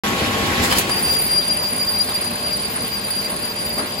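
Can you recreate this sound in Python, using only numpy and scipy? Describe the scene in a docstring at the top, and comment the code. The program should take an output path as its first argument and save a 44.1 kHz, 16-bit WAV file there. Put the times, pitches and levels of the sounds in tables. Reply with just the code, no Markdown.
"""A roller gives a thin, stuttering squeal on a factory machine that puts edging on panels.
It sings because it keeps gripping and slipping, and the hall echoes it. Just before it starts,
tools rub along a panel, then scrape and snap off its back edge. Later, panels bump on the conveyor.
The conveyor, the dust extractor and the motors drone throughout."""
import sys
import numpy as np
from scipy import signal
from scipy.fft import rfft, irfft
from scipy.io import wavfile
from scipy.ndimage import uniform_filter1d

SR = 44100
rng = np.random.default_rng(int(sys.argv[2]) if len(sys.argv) > 2 else 0)


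def to_wav(sig):
    """Store sig (one row per channel, or 1-D mono) as 16-bit WAV at the path in sys.argv[1].

    Samples outside -1..1 are clipped; the rate is SR.
    """
    pcm = np.clip(np.atleast_2d(sig), -1, 1) * 32767
    pcm = np.round(pcm).astype(np.int16)
    wavfile.write(sys.argv[1], SR, pcm.T)  # frames by channels


N = 176400
T, HZ = np.arange(N) / SR, np.fft.rfftfreq(N, 1 / SR)


def amp(db):
    """Turns decibels into a gain to multiply by."""
    return 10 ** (np.asarray(db) / 20)


def unit(x):
    """Scales a signal to an average strength (rms) of 1."""
    return x / np.sqrt(np.mean(abs(x) ** 2) + 1e-20)


def level(points):
    """Gain over time from (t/s, level/dB) points."""
    return amp(np.interp(T, *np.transpose(points)))


def curve(points):
    """Joins (f/Hz, value) points along a log-frequency axis."""
    f, value = np.transpose(points)
    return np.interp(np.log(HZ + 1), np.log(f + 1), value)


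def wander(rate_hz):
    """A smooth random wobble, up to about the given rate."""
    return unit(irfft(rfft(rng.standard_normal(N)) * (HZ > 0) / (1 + (HZ / rate_hz) ** 4), N))


def noise(gain):
    """Two unrelated noises with the given gain at each frequency."""
    return unit(irfft(rfft(rng.standard_normal((2, N))) * gain, N))


def decay(start, t60, attack_s):
    """A quick rise and a fade of 60 dB in t60 seconds."""
    age = np.maximum(T - start, 0)
    return np.minimum(age / attack_s, 1) * amp(-60 * age / t60)


def microphones(pair):
    """Blends two signals into left and right, partly alike and a little out of step."""
    # how alike the sides are: f/Hz, likeness (0 to 1)
    likeness = [(60, .998), (120, .98), (200, .92), (500, .7), (1000, .5), (1600, .3), (3500, .2),
                (6300, .25), (7200, .8), (9500, .98), (10400, .75), (11400, .95), (14300, .92)]
    # how far the left side is ahead: f/Hz, phase/rad
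    lead = [(0, 0), (500, .7), (1000, 1.3), (1500, 2.7), (2900, 8.2), (3800, 8), (4800, 6.1), (5700, 3),
            (7100, 0), (9550, -3.7), (11400, -6.3), (14330, -10.3), (15600, -12.6)]
    left, other = rfft(pair)
    same = np.clip(curve(likeness), 0, 1)
    right = same * left + np.sqrt(1 - same ** 2) * other
    lag = np.exp(-1j * np.interp(HZ, *np.transpose(lead)))
    return irfft(np.array([left, right * lag]), N)


def hall(x, t60=0.66):
    """Two unrelated echoes of a sound, dying away in the hall."""
    tails = rng.standard_normal((2, SR // 2)) * amp(-60 * T[:SR // 2] / t60)
    return unit(signal.fftconvolve(x[None], tails, axes=1)[:, :N])


def machine_noise(spectrum, ripple_db, ripple_hz, patchy_db, flutter_db):
    """Noise coloured by the frame ringing at many pitches, fluttering in patches."""
    grid = np.arange(0, SR / 2, ripple_hz)
    ripple = np.interp(HZ, grid, rng.standard_normal(len(grid))) * HZ / (HZ + 300)
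    steady = noise(amp(curve(spectrum) + ripple_db * ripple))
    slices = signal.stft(steady, nperseg=512)[2]
    patches = uniform_filter1d(rng.standard_normal(slices.shape[1:]), size=12, axis=0)  # blur in pitch
    patches = unit(uniform_filter1d(patches, size=6, axis=1))  # blur in time
    patchy = signal.istft(slices * amp(patchy_db * patches), nperseg=512)[1][:, :N]
    return unit(patchy * amp(flutter_db * wander(17)))


def drone():
    """The conveyor and the dust extractor make a steady rush."""
    # tone colour of the rush: f/Hz, level/dB
    colour = [(20, -35), (35, -19), (60, -5), (100, -8), (130, -6), (220, -0.5), (330, -5.5), (650, -6.5),
              (1000, -8.5), (1400, -10.5), (2300, -9.5), (3500, -12.5), (4500, -13.5), (5800, -20),
              (8500, -23), (11000, -20.5), (13000, -29), (15500, -54)]
    # its loudness: t/s, level/dB
    loudness = [(0, -24.5), (1.5, -27.5), (2.2, -28), (3, -28.5), (4, -29)]
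    rush = machine_noise(colour, ripple_db=2.2, ripple_hz=22.3, patchy_db=1.5, flutter_db=0.16)
    return rush * level(loudness)


def motors(unload_s=0.64, easing_s=0.69):
    """Wavering motor tones, most easing off as the panel leaves the tools, and a fan's hum."""
    # motor tones: f/Hz, level/dB when working, level/dB when running free
    motor_tones = [(100, -50, -48.5), (199.1, -37, -43), (238.6, -36, -47.5), (358, -36, -50.5),
                   (451.8, -42.5, -49), (799, -38.5, -53), (1101.6, -33, -49.5), (1602, -47, -48.5),
                   (2450, -46, -76), (3999, -51, -72)]
    # the hum swells and sinks: t/s, level/dB
    fan_loudness = [(0, -43), (1.1, -48.5), (1.5, -39.5), (2.1, -44), (2.45, -39), (2.75, -49.5),
                    (3.1, -44.5), (3.55, -42), (4, -40.5)]
    fan_hz = 598.5
    free = np.clip((T - unload_s) / easing_s, 0, 1)
    tones = [(hz, amp(work_db + (free_db - work_db) * free)) for hz, work_db, free_db in motor_tones]
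    out = np.zeros((2, N))
    for hz, gain in tones + [(fan_hz, level(fan_loudness))]:
        phase = 2 * np.pi * np.cumsum(hz * (1 + .001 * wander(5))) / SR
        flutter = amp(wander(4.8))  # about 1 dB
        out += gain * flutter * unit(np.array([np.sin(phase), np.cos(phase)]))
    return out


def panel_bumps():
    """Panels knock dully on the conveyor's rollers."""
    # knocks: t/s, level/dB
    knocks = [(2.761, -28), (3.777, -23), (3.789, -23.5), (3.822, -27)]
    # their tone colour: f/Hz, level/dB
    colour = [(25, -35), (60, -19), (150, -2), (250, 4.5), (600, -2), (1300, -2), (2500, -11), (5000, -20),
              (12000, -50)]
    return sum(amp(db) * decay(start, t60=0.29, attack_s=0.0024) * noise(amp(curve(colour)))
               for start, db in knocks)


def tool_rub():
    """The tools rub along the panel, then fade as it leaves."""
    # tone colour of the rubbing: f/Hz, level/dB
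    colour = [(20, -26), (45, -7), (80, 1), (130, -5), (250, -2), (450, -4.5), (750, -8), (1200, -8),
              (1600, -6.5), (2600, -7), (4500, -14.5), (6000, -19), (8500, -24.5), (12000, -23),
              (15500, -35)]
    # its loudness: t/s, level/dB
    loudness = [(0, -22), (.3, -22), (.6, -21), (.77, -21), (.84, -26.5), (1.0, -27.5), (1.15, -26),
                (1.22, -33.5), (1.9, -44), (2.1, -111), (4, -81)]
    rub = machine_noise(colour, ripple_db=3.2, ripple_hz=25.06, patchy_db=1.95, flutter_db=0.93)
    return rub * level(loudness)


def scraper():
    """A scraper hisses along the edge in two quick bursts."""
    # tone colour of the hiss: f/Hz, level/dB
    colour = [(500, -21), (2000, -8), (4700, 8.5), (6000, -4.5), (8500, 0.5), (12000, -6), (15500, -5)]
    # its loudness: t/s, level/dB
    loudness = [(0, -55), (.57, -40), (.64, -17), (.69, -26.5), (.77, -18), (.84, -30), (.95, -35),
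                (1.14, -39), (1.23, -49), (4, -75)]
    hiss = machine_noise(colour, ripple_db=-2.0, ripple_hz=80, patchy_db=2.9, flutter_db=4.5)
    return hiss * level(loudness)


def edge_snaps():
    """Tools strike the edge and chips flick away; the first blow sets the tool holder ringing."""
    # blows: t/s, level/dB, treble tilt/(dB per octave)
    blows = [(0.713, -18, -3), (.723, -15, 0.5), (.7842, -10.5, 7.5), (0.793, -23, 4), (0.894, -20, 0),
             (1.634, -28, 2), (2.103, -46, -3), (2.244, -29, 2), (2.545, -39, -1), (3.243, -29, 4)]
    # their tone colour before the tilt: f/Hz, level/dB
    colour = [(30, -35), (200, -10), (1000, 16), (3000, 8.5), (6000, 1), (11000, 2), (15500, -9.5)]
    # the holder's ringing tones: f/Hz, level/dB, t60/s
    holder_tones = [(3110, -24.5, 0.53), (3000, -22, 0.26), (4900, -15, .06)]
    out = np.zeros((2, N))
    for start, db, tilt_db in blows:
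        body = decay(start, t60=0.064, attack_s=0.00026)
        tail = amp(-9) * decay(start, t60=0.11, attack_s=0.013)
        crack = amp(-4) * decay(start, t60=0.0042, attack_s=0.00017)
        burst = noise(amp(curve(colour) + tilt_db * np.log2(HZ + 500)))
        out += amp(db) * (body + tail + crack) * burst
    for hz, db, t60 in holder_tones:
        ring = np.sin(2 * np.pi * (hz * T + rng.random((2, 1))))
        out += amp(db) * decay(blows[0][0], t60, attack_s=.002) * ring
    return out


def faint_roller(hz=4193, jitter=0.0029):
    """A second roller joins in with a fainter, lower squeal."""
    # its loudness: t/s, level/dB
    loudness = [(0, -80), (1.7, -59), (2.0, -42), (2.75, -45), (3.3, -46), (4, -50)]
    tone = unit(np.sin(2 * np.pi * np.cumsum(hz * (1 + jitter * wander(33))) / SR))
    return unit((tone + hall(tone)) * amp(1.5 * wander(10))) * level(loudness)


def stick_slip(hz, drift=.0008, jitter=.0028, grit=.0035):
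    """Phase of a rubbing roller whose pitch drifts and trembles."""
    speed = 1 + drift * wander(4.8) + jitter * wander(48.3) + grit * wander(420)
    return 2 * np.pi * np.cumsum(hz * speed) / SR


def chatter(rate_hz=13.3, depth_db=3):
    """A gain that pulses about once per turn of the roller, at an uneven rate."""
    phase = 2 * np.pi * np.cumsum(rate_hz * (1 + .25 * wander(5.1))) / SR
    return amp(depth_db * np.sin(phase))


def roller_squeal(hz=4779, rasp_db=-7, stutter_db=4.5):
    """A rubbing roller sings a raspy note with two overtones; its echoes beat against it."""
    # loudness of the note: t/s, level/dB
    note_loudness = [(.87, -58), (.92, -19.5), (1.02, -29.5), (1.08, -20.5), (1.14, -23), (1.185, -17),
                     (1.23, -26), (1.28, -20), (1.34, -22), (1.40, -16.5), (1.445, -29), (1.51, -22.5),
                     (1.59, -31.5), (1.635, -21), (1.75, -26.5), (1.79, -24), (1.9, -20), (1.96, -28),
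                     (2.005, -16.5), (2.05, -30.5), (2.14, -26), (2.36, -26.5), (2.41, -36), (2.47, -17.5),
                     (2.505, -31.5), (2.54, -16.5), (2.575, -33), (2.65, -24), (2.74, -37), (2.83, -28.5),
                     (3.09, -30), (3.15, -26), (3.29, -25), (3.35, -35), (3.5, -25.5), (3.56, -31),
                     (3.74, -25), (3.88, -35.5), (3.97, -28.5), (4, -26)]
    # loudness of the overtones: t/s, level/dB
    overtone_loudness = [(.87, -58), (.9, -26.5), (1.13, -16.5), (1.5, -28), (1.95, -26), (2.2, -26.5),
                         (3.7, -27.5), (4, -33.5)]
    phase = stick_slip(hz)
    rasp = wander(20) * np.sin(phase) + wander(20) * np.cos(phase)  # noise close around the note
    tone = unit(np.sin(phase) * amp(wander(38))) + amp(rasp_db) * unit(rasp)
    note = unit((tone + amp(1) * hall(tone)) * chatter())
    overtones = 0
    for multiple, db in ((2, 0), (3, -7.5)):
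        tone = unit(np.sin(multiple * phase) * amp(stutter_db * wander(45)))
        direct = np.array([tone, np.zeros(N)])
        overtones += amp(db) * unit(microphones(direct + amp(-2) * hall(tone)))
    return note * level(note_loudness) + overtones * level(overtone_loudness)


def scene():
    """All the sources together, in left and right."""
    machine = drone() + tool_rub() + scraper() + motors() + edge_snaps() + panel_bumps()
    return microphones(machine) + roller_squeal() + faint_roller()


def record(dry, start_s=.036, top_hz=16000):
    """Middle pitches lean to the left, the sound cuts in, and the highest treble is removed."""
    # how much louder the left side is: f/Hz, level/dB
    lean_db = curve([(60, -1.5), (160, -1.2), (350, 1.2), (700, 3.5), (1400, 1.0), (2800, -0.4),
                     (9000, -0.7)])
    leaning = irfft(rfft(dry) * amp(np.array([lean_db, -lean_db]) / 2), N)
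    lowpass = signal.firwin(255, top_hz, window=("kaiser", 9), fs=SR)
    return signal.oaconvolve(leaning * (T >= start_s), lowpass[None], "same")


dry = scene()
out = record(dry)
to_wav(out)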